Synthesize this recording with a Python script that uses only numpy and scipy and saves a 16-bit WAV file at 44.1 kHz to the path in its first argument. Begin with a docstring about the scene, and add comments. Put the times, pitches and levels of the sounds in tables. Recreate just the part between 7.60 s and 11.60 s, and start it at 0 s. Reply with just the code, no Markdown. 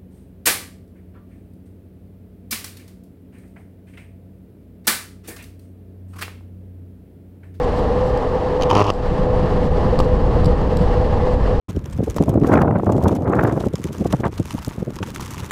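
"""Wind buffets the microphone, wheels and air rush, and the airflow sings near 500 Hz in the roof gear
of a moving electric train. The pantograph scrapes faintly along the overhead wire. After a second it
draws an arc that buzzes at twice the mains rate, crackles and sizzles; each discharge heats the air
into a pop. A few lone sparks snap, most of them later on.
A limiter ducks the level after the loudest cracks."""
import sys
import numpy as np
from scipy import signal
from scipy.fft import rfft, irfft
from scipy.io import wavfile

SR = 44100
rng = np.random.default_rng(int(sys.argv[2]) if len(sys.argv) > 2 else 0)


def digitize_waveform(pressure):
    """Quantize a signal to 16-bit integers and store it at the path in sys.argv[1].

    Rows of a 2-D input are taken as channels; values are limited to [-1, 1].
    """
    field = np.atleast_2d(pressure).T
    bounded = np.clip(field, -1, 1)
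    quanta = np.round(bounded * 32767).astype(np.int16)
    wavfile.write(sys.argv[1], SR, quanta)


N = 176400

# strength of the arc: (time [s], level [dB])
ARC_STRENGTH = [(1.09, -32), (1.102, -3), (1.114, -12), (1.128, -1.5), (1.142, -18), (1.153, 0.5),
                (1.176, 3), (1.2, 3), (1.217, 9.5), (1.23, -2.5), (1.255, 1), (1.275, -0.5), (1.303, 4.5),
                (1.31, -23)]
# dull pop of heated air: (frequency [Hz], relative spectral level [dB])
POP_SPECTRUM = [(40, -6), (100, 7.5), (200, -0.5), (340, 3.5), (660, 0), (1100, 3.5), (1280, -5),
                (1480, -18.5), (2200, -23), (2800, -15.5), (3700, -39), (15000, -94)]
# thin treble of sparks and sliding contact: (frequency [Hz], relative spectral level [dB])
SPARK_SPECTRUM = [(500, -23), (2200, -16), (3200, 0), (3750, -1.5), (4600, 2), (5500, -3.5), (6400, -14),
                  (7700, -5), (9200, -19.5), (11200, -15.5), (13000, -21.5), (15000, -35.5)]
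BUZZ_HZ, BUZZ_START_S = 102, 1.0975


def arc():
    """Periodic re-ignition: a pop on each half cycle of the mains makes a buzz, amid random crackle."""
    pops, jitter_s, crackles_per_s = 24, .00003, 1800
    strength = gated_gain(ARC_STRENGTH)
    chance = rng.standard_normal(size=(pops, 2))
    times = BUZZ_START_S + np.arange(pops) / BUZZ_HZ + jitter_s * chance[:, 0]
    buzz = -clicks(times, from_db(-3 + 0.6 * chance[:, 1]))
    sizes = from_db(1.5 * np.minimum(rng.exponential(1, N), 3)) * rng.choice([-1, 1], N)
    impulses = sizes * (rng.random(N) < crackles_per_s / SR)
    crackle = from_db(-18) * rms_one(coloured(impulses, POP_SPECTRUM))
    return coloured(buzz * strength, POP_SPECTRUM) + strength * crackle


def burning_arc():
    """Superposition: the arc's buzz and sizzle add to its separate loud cracks."""
    # treble of the cracks and the sizzle: (frequency [Hz], relative spectral level [dB])
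    crack_spectrum = [(300, -33), (1500, -10), (2250, -3), (2700, 4), (3200, 2.5), (3700, -6), (5500, -5),
                      (6400, -8), (7000, -14.5), (9000, -23.5), (11200, -24.5), (15000, -38)]
    # cracks of the arc: (time [s], sharp crack level [dB], dull pop level [dB])
    cracks = [(1.0115, -27, -38), (1.0222, -20, -15), (1.0332, -19.5, -18), (1.1022, -21, -9),
              (1.1124, -22, -7), (1.1312, -26, -6), (1.1522, -18, -17), (1.1698, -19, -11),
              (1.2208, -23, 6), (1.2417, -17.5, -13), (1.293, -33, -14), (1.3022, -11.5, 2.5)]
    return arc() + sizzle(crack_spectrum) + discharges(cracks, crack_spectrum)


def sizzle(spectrum):
    """Amplitude-modulated noise: the arc sizzles most between pops, and two bands flicker separately."""
    # envelope of the sizzle: (time [s], level [dB])
    sizzle_level = [(1.095, -35), (1.112, -39), (1.142, -41), (1.152, -37), (1.19, -30.5), (1.222, -25.5),
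                    (1.235, -34.5), (1.275, -27), (1.3, -29), (1.31, -51)]
    depth, split_hz, flicker_db = 0.46, 4100, 5.5
    t = np.arange(N) / SR
    pulsing = 1 - depth * np.cos(2 * np.pi * BUZZ_HZ * (t - BUZZ_START_S))
    spits = 0
    for side in ("low", "high"):
        flicker = from_db(flicker_db * np.minimum(drift(rate_hz=280), 2))
        band = signal.butter(2, split_hz, side, fs=SR, output="sos")
        spits = spits + signal.sosfilt(band, flicker * rng.standard_normal(N))
    return gated_gain(sizzle_level) * rms_one(coloured(spits * pulsing, spectrum))


def hum_and_bark():
    """Thermal expansion: the pulsing column of hot air hums, and barks unsteadily as it flares."""
    # flares of the discharge: (time [s], half length [s], level [dB])
    flares = [(1.1148, 0.0031, -8.5), (1.219, 0.0071, -18)]
    t = np.arange(N) / SR
    hum = -from_db(-22.5) * gated_gain(ARC_STRENGTH) * np.cos(2 * np.pi * BUZZ_HZ * (t - BUZZ_START_S))
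    bark_hz = 1025 + 190 * drift(rate_hz=350)
    bark = np.sin(2 * np.pi * np.cumsum(bark_hz) / SR)
    return hum + bark * sum(swell(*row) for row in flares)


def lone_sparks():
    """Impulsive sources: isolated discharges snap, thinner in tone than the cracks of the arc."""
    # sparks: (time [s], sharp snap level [dB], dull pop level [dB])
    sparks = [(.5735, -33, -54), (2.3902, -24.5, -8), (2.4017, -27.5, -2), (2.4042, -29.5, -11.5),
              (2.8456, -31.5, -51), (2.8553, -31, -35), (2.859, -28, -40), (3.1705, -28, -48)]
    return discharges(sparks, SPARK_SPECTRUM)


def discharges(rows, spectrum):
    """Sudden heating launches a pressure pulse: each discharge spits twice and makes the air pop."""
    decay_s, restrike_s, restrike_db = 0.0019, 0.0028, -23
    times, crack_db, pop_db = np.transpose(rows)
    t = np.arange(SR // 20) / SR
    restrike = from_db(restrike_db) * (t > restrike_s) * np.exp(-np.abs(t - restrike_s) / decay_s)
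    spit = np.exp(-t / decay_s) + restrike
    envelope = signal.fftconvolve(clicks(times, from_db(crack_db)), spit)[:N]
    bursts = envelope * rng.choice([-1, 1], N)
    cracks = coloured(bursts, spectrum) / np.linalg.norm(response(spectrum))
    return cracks + coloured(clicks(times, from_db(pop_db)), POP_SPECTRUM)


def pings():
    """Damped resonance: three sparks as the arc starts and one later ring with a short metallic ping."""
    # onsets of the ring: (time [s], level [dB])
    strikes = [(1.0219, -20), (1.0326, -24), (1.1115, -15), (2.4017, -25)]
    ring_hz, t60_s = 3040, .016
    times, db = np.transpose(strikes)
    radius, angle = from_db(-60 / (t60_s * SR)), 2 * np.pi * ring_hz / SR
    poles = [1, -2 * radius * np.cos(angle), radius * radius]
    return signal.lfilter([0, np.sin(angle)], poles, clicks(times, from_db(db)) + 1e-18)


def scattered(x):
    """Scattering: the roof gear adds a short, dense tail of reflections to the direct sound."""
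    tail_db, t60_s = -17, 0.046
    t = np.arange(SR // 4) / SR
    tail = rng.standard_normal(len(t)) * from_db(-60 * t / t60_s)
    return x + from_db(tail_db) * signal.fftconvolve(x, tail / np.linalg.norm(tail))[:N]


def wind():
    """Turbulent pressure at the microphone: a low, lumpy buffeting, with thumps from single eddies."""
    # envelope of the buffeting: (time [s], relative level [dB])
    buffet_level = [(0, -24.5), (.4, -26.5), (.88, -28), (.99, -29.5), (1.04, -26), (1.2, -30.5),
                    (1.35, -22.5), (2.15, -21), (2.85, -19), (3.1, -21.5), (3.18, -21.5), (3.48, -21),
                    (4, -21)]
    # buffeting: (frequency [Hz], relative spectral level [dB])
    buffet_spectrum = [(15, -4), (45, 0), (98, -5.5), (122, -9.5), (165, -10), (240, -16), (400, -21.5),
                       (900, -48.5), (15000, -110)]
    # passing eddies: (time [s], level [dB])
    eddies = [(0.206, -19), (1.521, -18), (1.6, -16.5), (1.846, -15), (2.059, -15), (2.26, -15),
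              (2.869, -15.5), (3.22, -14)]
    # thump of an eddy: (frequency [Hz], relative spectral level [dB])
    eddy_spectrum = [(30, -13.5), (70, 3.5), (180, 3), (400, -10), (1200, -51), (15000, -110)]
    lumpy = rms_one(noise(buffet_spectrum) * from_db(0.4 * drift(rate_hz=15)))
    buffet = from_db(in_time(buffet_level) + 4.5) * lumpy
    thumps = noise(eddy_spectrum) * sum(swell(s, half_s=0.0092, db=db) for s, db in eddies)
    return buffet + thumps


def running():
    """Rolling and flow noise: wheels and body roar under a hiss of air, and both flutter together."""
    # envelope of the roar: (time [s], level [dB])
    roar_level = [(0, -22), (.5, -21.5), (1.0, -21), (1.3, -19.5), (1.37, -22.5), (1.5, -22.5),
                  (2.0, -22.5), (2.11, -26.5), (2.2, -20.5), (2.5, -24.5), (2.61, -24.5), (2.75, -22.5),
                  (3.2, -22.5), (3.73, -21.5), (3.78, -26.5), (3.88, -21.5), (4, -25)]
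    # wheels and body: (frequency [Hz], relative spectral level [dB])
    roar_spectrum = [(100, -4.5), (200, -5), (290, -5), (345, -9.5), (440, 1.5), (520, 2), (555, -7),
                     (595, -1), (690, -7.5), (810, -2), (920, -8.5), (1080, -9), (1250, -16), (1450, -29),
                     (2200, -38.5), (4000, -72), (15000, -110)]
    # envelope of the hiss: (time [s], level [dB])
    hiss_level = [(0, -38.5), (.5, -38.5), (1.0, -39.5), (1.3, -40.5), (1.34, -39.5), (1.47, -36.5),
                  (1.58, -38), (1.67, -42), (1.8, -38.5), (2.04, -38.5), (2.11, -42), (2.19, -38),
                  (2.6, -41), (2.8, -38.5), (2.96, -40), (3.2, -38), (3.74, -38.5), (3.765, -43.5),
                  (3.86, -37.5), (4, -39)]
    # rushing air: (frequency [Hz], relative spectral level [dB])
    hiss_spectrum = [(600, -17), (1200, 4.5), (1500, 2.5), (1800, 5), (2300, -5.5), (2900, -3), (3600, -9),
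                     (4400, -8.5), (5300, -14), (6100, -19), (9000, -25.5), (12500, -35.5), (13500, -39.5),
                     (15000, -48)]
    flutter = drift(rate_hz=23.4)
    roar = noise(roar_spectrum) * from_db(in_time(roar_level) + 0.84 * flutter)
    hiss = noise(hiss_spectrum) * from_db(in_time(hiss_level) + 0.96 * flutter)
    return roar + hiss


def singing():
    """Flow-induced tone: air sings unsteadily in the roof gear, inside a narrow band of turbulence."""
    # pitch of the tone: (time [s], frequency [Hz])
    pitch = [(0, 502), (.28, 493), (.5, 502), (.65, 494), (.85, 500), (1.0, 497), (1.2, 504), (1.38, 494),
             (1.7, 502), (2.1, 497), (2.45, 501), (2.8, 490), (3.15, 503), (3.3, 488), (3.5, 500), (4, 501)]
    # envelope of the tone: (time [s], level [dB])
    tone_level = [(0, -23.5), (.2, -32.5), (.45, -20.5), (.65, -28), (.9, -24), (1.14, -21), (1.38, -29),
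                  (1.55, -26), (1.75, -22), (1.9, -33), (1.98, -20), (2.15, -35.5), (2.35, -28.5),
                  (2.5, -21), (2.64, -29.5), (3.1, -26.5), (3.35, -28.5), (3.72, -24), (3.8, -32), (4, -26)]
    jitter_hz, waver_db, halo_width_hz, halo_db = 3.174, 0.5, 39, -30
    phase = 2 * np.pi * np.cumsum(in_time(pitch) + jitter_hz * drift(rate_hz=17.3)) / SR
    tone = rms_one(np.sin(phase) * from_db(waver_db * drift(rate_hz=7.6)))
    halo = rms_one(drift(halo_width_hz) * np.sin(phase) + drift(halo_width_hz) * np.cos(phase))
    return from_db(in_time(tone_level)) * tone + from_db(halo_db) * halo


def scraping():
    """Sliding friction: the collector strip rubs along the wire in faint, gritty swells of hiss."""
    # scrapes: (time [s], half length [s], level [dB])
    scrapes = [(0.038, 0.012, -50), (0.18, 0.018, -47), (0.477, 0.021, -49.5), (1.342, 0.028, -47),
               (2.054, .015, -51), (2.44, 0.013, -49), (3.212, 0.029, -50), (3.73, 0.034, -53)]
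    grains = rng.standard_normal(N) * from_db(3 * drift(rate_hz=200))
    grit = rms_one(coloured(grains, SPARK_SPECTRUM))
    return grit * sum(swell(*row) for row in scrapes)


def from_db(db):
    """Amplitude ratio of a level in decibels."""
    return 10 ** (np.asarray(db) / 20)


def rms_one(x):
    """Normalisation to unit power."""
    return x / np.sqrt(np.mean(x ** 2) + 1e-20)


def in_time(rows):
    """Linear interpolation of (time [s], value) rows."""
    return np.interp(np.arange(N) / SR, *np.transpose(rows))


def gated_gain(rows):
    """Amplitude envelope from (time [s], level [dB]) rows, silent outside their span."""
    t = np.arange(N) / SR
    return from_db(in_time(rows)) * (t > rows[0][0]) * (t < rows[-1][0])


def swell(peak_s, half_s, db):
    """Gaussian envelope; the half length is its standard deviation."""
    return from_db(db) * np.exp(-.5 * ((np.arange(N) / SR - peak_s) / half_s) ** 2)


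def drift(rate_hz):
    """Random fluctuation of unit power: noise through a two-pole low-pass at rate_hz."""
    hop, settle = 40, 2000
    pole = np.exp(-2 * np.pi * hop * rate_hz / SR)
    white = rng.standard_normal(N // hop + settle + 2)
    slow = signal.lfilter([1], [1, -2 * pole, pole * pole], white)[settle:]
    return np.interp(np.arange(N) / hop, np.arange(len(slow)), rms_one(slow))


def response(spectrum, size=8192):
    """Minimum-phase impulse response with the given spectrum and a peak of 1."""
    hz, db = np.transpose(spectrum)
    grid_hz = np.maximum(np.arange(size // 2 + 1) * SR / size, 1)
    magnitude = from_db(np.interp(np.log(grid_hz), np.log(hz), db))
    cepstrum = irfft(np.log(magnitude))
    cepstrum[1:size // 2] *= 2  # folding the cepstrum makes the response causal
    cepstrum[size // 2 + 1:] = 0
    impulse = irfft(np.exp(rfft(cepstrum)))[:size // 2]
    return impulse / np.abs(impulse).max()


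def coloured(x, spectrum):
    """Convolution: every click in x rings with the given spectrum."""
    return signal.fftconvolve(x, response(spectrum))[:N]


def noise(spectrum):
    """Stationary noise of unit power with the given spectrum."""
    impulse = response(spectrum)
    white = rng.standard_normal(N + len(impulse) - 1)
    return rms_one(signal.fftconvolve(white, impulse, "valid"))


def clicks(times, gains):
    """Impulse train with one click at each time."""
    out = np.zeros(N)
    np.add.at(out, np.clip((times * SR).astype(int), 0, N - 1), gains)
    return out


def scene():
    """Superposition of all sources at one microphone on the roof."""
    electric = burning_arc() + lone_sparks() + pings()
    background = wind() + running() + singing() + scraping()
    return (scattered(electric) + hum_and_bark() + background)[None]


def record(dry):
    """Peak limiting with a fast attack and slow release, then soft clipping and a low-pass filter."""
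    threshold_db, attack_s, release_db_per_s, cutoff_hz = -1, 0.0013, 23.5, 15200
    over_db = np.maximum(20 * np.log10(np.abs(dry[0]) + 1e-9) - threshold_db, 0)
    release_db = release_db_per_s * np.arange(N) / SR
    held_db = np.maximum.accumulate(over_db + release_db) - release_db
    pole = np.exp(-1 / (attack_s * SR))
    duck_db = signal.lfilter([1 - pole], [1, -pole], held_db)
    limited = dry * from_db(-duck_db)
    rounded = limited / (1 + limited ** 8) ** (1 / 8)
    return signal.sosfilt(signal.ellip(10, .1, 80, cutoff_hz, fs=SR, output="sos"), rounded)


dry = scene()
out = record(dry)
digitize_waveform(out)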